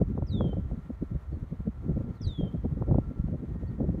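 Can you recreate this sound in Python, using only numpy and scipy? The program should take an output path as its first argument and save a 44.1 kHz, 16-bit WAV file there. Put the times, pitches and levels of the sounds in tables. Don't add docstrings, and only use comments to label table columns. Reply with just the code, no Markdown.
import sys
import numpy as np
from scipy import signal
from scipy.fft import rfft, irfft
from scipy.io import wavfile

SR = 44100
rng = np.random.default_rng(int(sys.argv[2]) if len(sys.argv) > 2 else 0)


def inscribe(sig):
    pcm = np.round(np.clip(np.atleast_2d(sig).T, -1, 1) * 32767)
    wavfile.write(sys.argv[1], SR, pcm.astype(np.int16))


N = 176400
TIME = np.arange(N) / SR
FLUTTER_HZ = 23

# frequency in Hz, relative level in dB.
SWIRL_SPECTRUM = [(15, -35.5), (35, 3), (70, 2), (180, 6), (300, -4), (550, -16.5), (800, -32), (1200, -50),
                  (2000, -67), (4000, -91.5)]
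# middle and length in seconds, then relative levels
# in dB for the bass, the body and the upper range.
SWIRLS = [(0.016, 0.017, -19, -20, -33), (0.104, 0.034, -34, -28, -58), (0.153, 0.006, -54, -26, -47),
          (0.184, 0.012, -40, -25, -33.5), (0.226, 0.016, -23, -31.5, -41.5),
          (0.34, 0.082, -27.5, -38.5, -51.5), (0.411, 0.015, -34, -22.5, -30.5),
          (0.456, 0.04, -28, -24.5, -38.5), (0.494, 0.0081, -40, -32, -41), (0.534, 0.0081, -49, -47, -33),
          (0.571, 0.003, -35, -39, -33.5), (0.585, 0.029, -30.5, -27, -45),
          (0.658, 0.0061, -18.5, -47, -62.5), (0.728, 0.032, -26.5, -32, -50),
          (0.785, 0.022, -34.5, -35.5, -63), (0.906, 0.011, -45, -26.5, -58),
          (1.028, 0.011, -38, -22.5, -41.5), (1.122, 0.022, -30.5, -32.5, -54.5),
          (1.157, 0.016, -22, -36.5, -46), (1.333, 0.021, -29.5, -38, -47),
          (1.438, 0.014, -31.5, -34.5, -53), (1.529, 0.024, -33, -30, -49),
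          (1.605, 0.011, -28.5, -34.5, -54), (1.677, 0.019, -35, -21.5, -44),
          (1.896, 0.012, -23, -21.5, -43.5), (1.912, 0.021, -27, -33.5, -42),
          (1.972, 0.013, -26, -24, -36.5), (2.009, 0.015, -28, -30.5, -41), (2.044, 0.0079, -30, -35, -52),
          (2.088, 0.043, -34.5, -32, -50), (2.216, 0.014, -41, -34.5, -54.5),
          (2.285, 0.058, -23.5, -40, -51.5), (2.399, 0.016, -30.5, -23, -55),
          (2.435, 0.015, -25.5, -27, -40.5), (2.466, 0.036, -43, -33.5, -44.5),
          (2.55, 0.017, -49, -27.5, -41), (2.654, 0.016, -29.5, -23.5, -36.5),
          (2.774, 0.012, -31, -30, -43), (2.821, 0.021, -29, -29.5, -37.5), (2.89, 0.022, -50, -33.5, -36),
          (2.918, 0.023, -17, -22, -33.5), (2.957, 0.011, -21, -23, -31),
          (2.987, 0.0088, -22.5, -17.5, -31.5), (3.112, 0.006, -57, -27, -46),
          (3.187, 0.023, -35, -34.5, -50), (3.204, 0.019, -21, -38, -69), (3.245, 0.01, -25, -25.5, -63),
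          (3.286, 0.023, -45, -30.5, -52), (3.341, 0.03, -32, -28.5, -41), (3.436, 0.026, -45, -30, -47.5),
          (3.559, 0.012, -28, -30, -46), (3.635, 0.025, -30, -35.5, -51.5), (3.813, 0.031, -49, -23, -37.5),
          (3.845, 0.014, -27.5, -33.5, -35), (3.895, 0.016, -21.5, -23, -48),
          (3.949, 0.0096, -43, -26.5, -38)]


def buffets(bass_top_hz=130, body_top_hz=400, gain_db=-3.5):
    hz = np.fft.rfftfreq(N, 1 / SR)
    flow = rfft(noise(SWIRL_SPECTRUM))
    below_bass, below_body = (1 / (1 + (hz / top) ** 8) for top in (bass_top_hz, body_top_hz))
    bands = [irfft(flow * share, N) for share in (below_bass, below_body - below_bass, 1 - below_body)]
    out = np.zeros(N)
    for middle, length, *levels_db in SWIRLS:
        near = abs(TIME - middle) < 5 * length
        offset = (TIME[near] - middle) / length
        swell = np.exp(-2 * np.hypot(offset, .15) ** 1.37)
        for band, db in zip(bands, levels_db):
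            puff = band[near] * swell
            strength = np.sqrt(np.sum(puff ** 2) / (length * SR))
            out[near] += amp(db + gain_db) * puff / strength
    return out


# start in seconds, peak level in dB, treble cutoff in Hz.
POPS = [(.017, -18, 570), (.177, -30, 1050), (.223, -29, 920), (.4085, -22, 1180), (.443, -29, 740),
        (.713, -32, 660), (.902, -30, 560), (1.673, -25, 450), (2.41, -25, 550), (2.648, -27, 540),
        (2.823, -27, 1080), (2.912, -24, 850), (2.945, -22.5, 830), (2.984, -20.5, 750), (3.284, -32, 650),
        (3.633, -32, 560), (3.805, -25, 650), (3.891, -26, 580)]


def pops(low_cut_hz=185):
    out = np.zeros(N)
    kick = signal.unit_impulse(2048)
    for start, peak_db, cutoff_hz in POPS:
        pulse = signal.sosfilt(signal.butter(6, cutoff_hz, fs=SR, output="sos"), kick)
        pulse = signal.lfilter(*signal.butter(1, low_cut_hz, "high", fs=SR), pulse)
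        add(out, start, amp(peak_db) * pulse / abs(pulse).max())
    return out


# frequency in Hz, relative level in dB.
RUMBLE_SPECTRUM = [(10, -47.5), (25, -22.5), (40, -1.5), (65, 3), (100, -3), (150, -13), (300, -36),
                   (600, -60.5)]
BODY_SPECTRUM = [(60, -19), (120, 5), (200, 0.5), (300, -5.5), (500, -20.5), (800, -33.5), (1500, -64.5),
                 (3000, -87.5)]
# time in seconds, then relative levels in dB for rumble and body.
WIND_LEVELS = [(0.0, -31, -25), (0.13, -37, -57), (0.38, -38.5, -34.5), (0.57, -38.5, -41),
               (0.66, -35.5, -54), (0.81, -54.5, -61.5), (1.09, -38, -62), (1.24, -49, -62),
               (1.37, -40, -38.5), (1.51, -49.5, -72.5), (1.64, -44, -89.5), (1.9, -37.5, -30),
               (2.02, -47.5, -68.5), (2.32, -44, -64.5), (2.46, -47, -32.5), (2.63, -35.5, -49.5),
               (2.73, -41, -39.5), (2.86, -34, -43.5), (3.01, -32, -38), (3.13, -45.5, -49.5),
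               (3.26, -34, -69.5), (3.41, -45, -42), (3.53, -39, -47), (4.0, -39, -40)]


def breeze(rumble_gain_db=3, body_gain_db=.5):
    rumble = noise(RUMBLE_SPECTRUM) * flicker(2.5, FLUTTER_HZ)
    body = noise(BODY_SPECTRUM) * flicker(5.5, FLUTTER_HZ)
    rumble *= amp(curve(WIND_LEVELS, TIME) + rumble_gain_db)
    body *= amp(curve(WIND_LEVELS, TIME, column=2) + body_gain_db)
    return rumble + body


# seconds at normal pace, height above the final pitch in falls.
PITCH_FALL = [(0, 1.33), (.008, .945), (.02, .825), (.035, .645), (.055, .39), (.083, .265), (.13, .15),
              (.185, .066), (.26, .008)]
# share of its length, relative dB of the tone, then of overtones.
WHISTLE_LOUDNESS = [(0, -12, -27), (.04, -15, -28), (.12, -3, -12), (.165, -9.5, 7), (.22, -3.5, -7),
                    (.38, -3.5, -2.5), (.64, -5.5, -2), (.76, -9.5, -3), (.84, -18.5, -8.5),
                    (.91, -9.5, -10), (1, -7, -16)]
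# multiple of the pitch, relative level in dB.
OVERTONES = [(2, 0), (3, -6), (4, -13)]
# time into the whistle and length in seconds, pitch in Hz, relative level in dB.
SECOND_VOICE = [(.065, .007, 6080, -9), (.058, .02, 3750, -7)]
# start and length in seconds, base level
# in dB, size of one fall and final pitch in Hz, pace of the fall (1 is normal), then gains in dB
WHISTLES = [(.266, .274, -51, 2330, 3075, 1.08, -12, -30, -1),
            (2.14, .285, -72, 1750, 2960, 1, -40, -40, 0),
            (2.214, .29, -50.3, 2330, 3105, 1, -3.5, -29, 6.5)]


def whistle(length, level_db, fall_hz, final_hz, pace, second_db, overtone_db, push_db):
    attack_s, release_s, push_s, sag_hz_per_s = .004, .027, .055, 12000
    t = TIME[TIME < length]
    crack = np.exp(-((t - .048) / .014) ** 2)
    jitter = (.0045 + .012 * crack) * wander(414)[:len(t)]
    pitch_hz = final_hz + fall_hz * curve(PITCH_FALL, pace * t)
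    angle = phase(pitch_hz * (1 + jitter))
    opening_db = push_db * np.exp(-(t / push_s) ** 2)
    bright_db = overtone_db + opening_db + curve(WHISTLE_LOUDNESS, t / length, column=2)
    tone = np.sin(angle)
    for multiple, db in OVERTONES:
        tone += amp(db + bright_db) * flicker(4.5, 70)[:len(t)] * np.sin(multiple * angle)
    tone *= amp(curve(WHISTLE_LOUDNESS, t / length) + opening_db) * flicker(1.6, 70)[:len(t)]
    for at, span, hz, db in SECOND_VOICE:
        swell = np.exp(-2 * ((t - at) / span) ** 2)
        tone += amp(second_db + db) * swell * np.sin(phase(hz - sag_hz_per_s * (t - at)))
    fade = np.minimum(t / attack_s, 1) * np.minimum((length - t) / release_s, 1)
    return amp(level_db) * np.sqrt(2) * tone * fade


# start and length in seconds, pitch and its rise in Hz, level in dB.
PEEPS = [(1.31, .045, 4250, 160, -77), (3.668, .032, 4230, 260, -70)]


def peep(length, hz, rise_hz, db):
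    arch = np.sin(np.pi * TIME[TIME < length] / length)
    rasp = 1 + .03 * wander(350)[:len(arch)]
    return amp(db) * arch * np.sin(phase((hz + rise_hz * arch) * rasp))


# delay in seconds, level in dB.
ECHOES = [(.0045, -22), (.011, -24), (.056, -26)]


def outdoors(calls, trees_s=.68, grass_s=.22):
    trees, grass = (rng.standard_normal(SR) * amp(-60 * TIME[:SR] / s) for s in (trees_s, grass_s))
    keep_lows = signal.butter(6, 3250, fs=SR, output="sos")
    keep_highs = signal.butter(3, 5200, "high", fs=SR, output="sos")
    response = amp(-10) * signal.sosfilt(keep_lows, trees / np.linalg.norm(trees))
    response += amp(-11.5) * signal.sosfilt(keep_highs, grass / np.linalg.norm(grass))
    for delay, db in ECHOES:
        add(response, delay, amp([db]))
    return calls + signal.fftconvolve(calls, response)[:N]


# frequency in Hz, relative level in dB.
FIELD_SPECTRUM = [(30, -2), (200, -1), (500, -5), (800, -8), (1200, -9), (1600, -15), (2050, -17),
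                  (2700, -26), (3400, -27), (4400, -30.5), (4900, -34.5), (6500, -33), (7600, -37.5),
                  (9300, -37), (10300, -41), (12000, -39), (15700, -43.5)]


def fields(level_db=-58.5):
    return amp(level_db) * noise(FIELD_SPECTRUM) * flicker(.9, FLUTTER_HZ)


# time in seconds, level in dB.
LOW_WHINE_LEVELS = [(0, -67.5), (.2, -71), (.4, -69.5), (.65, -75), (.85, -70), (1.1, -72), (1.5, -81),
                    (1.63, -71), (1.72, -76), (1.85, -69.5), (2.15, -70.5), (2.5, -77), (2.8, -74),
                    (2.88, -63), (2.92, -73), (2.96, -65), (2.995, -76), (3.035, -60), (3.075, -73),
                    (3.11, -63.5), (3.15, -73), (3.19, -67), (3.35, -76), (4, -75)]
HIGH_WHINE_LEVELS = [(0, -83), (.9, -85), (1.13, -79), (1.3, -85), (2.1, -86), (2.22, -78), (2.35, -86),
                     (2.83, -76), (3.05, -87), (3.5, -81), (3.58, -72), (3.75, -72), (3.85, -77), (4, -78)]


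def whine(levels, hz, waver_hz):
    tone = np.sin(phase(hz + waver_hz * wander(20)))
    return amp(curve(levels, TIME)) * unit(tone * flicker(1.5, 20))


def amp(db):
    return 10 ** (np.asarray(db) / 20)


def unit(x):
    return x / np.sqrt(np.mean(x ** 2) + 1e-20)


def curve(rows, at, column=1):
    rows = np.asarray(rows)
    return np.interp(at, rows[:, 0], rows[:, column])


def phase(hz):
    return 2 * np.pi * np.cumsum(hz) / SR


def add(mix, start, sound):
    part = mix[max(round(start * SR), 0):][:len(sound)]
    part += sound[:len(part)]


def noise(spectrum):
    hz = np.fft.rfftfreq(N, 1 / SR)
    points_hz, db = np.transpose(spectrum)
    gain = amp(np.interp(np.log(hz + 1), np.log(points_hz), db)) * (hz < 2 * points_hz[-1])
    return unit(irfft(rfft(rng.standard_normal(N)) * gain, N))


def wander(rate_hz):
    hz = np.fft.rfftfreq(N, 1 / SR)
    return unit(irfft(rfft(rng.standard_normal(N)) * np.exp(-(hz / rate_hz) ** 2), N))


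def flicker(depth_db, rate_hz):
    return amp(depth_db * wander(rate_hz))


def scene():
    birds = np.zeros(N)
    for start, *shape in WHISTLES:
        add(birds, start, whistle(*shape))
    for start, *shape in PEEPS:
        add(birds, start, peep(*shape))
    mix = outdoors(birds) + fields()
    mix += whine(LOW_WHINE_LEVELS, hz=1358, waver_hz=7)
    mix += whine(HIGH_WHINE_LEVELS, hz=1857, waver_hz=2.5)
    return (mix + breeze() + buffets() + pops())[None]


def record(dry, low_cut_hz=28, high_cut_hz=15750, fade_s=.004):
    cut = signal.sosfiltfilt(signal.butter(2, low_cut_hz, "high", fs=SR, output="sos"), dry)
    fade = np.minimum(np.minimum(TIME, TIME[::-1]) / fade_s, 1)
    treble_filter = signal.firwin(511, high_cut_hz, window=("kaiser", 9), fs=SR)
    return signal.oaconvolve(cut * fade, treble_filter[None], "same")


dry = scene()
out = record(dry)
inscribe(out)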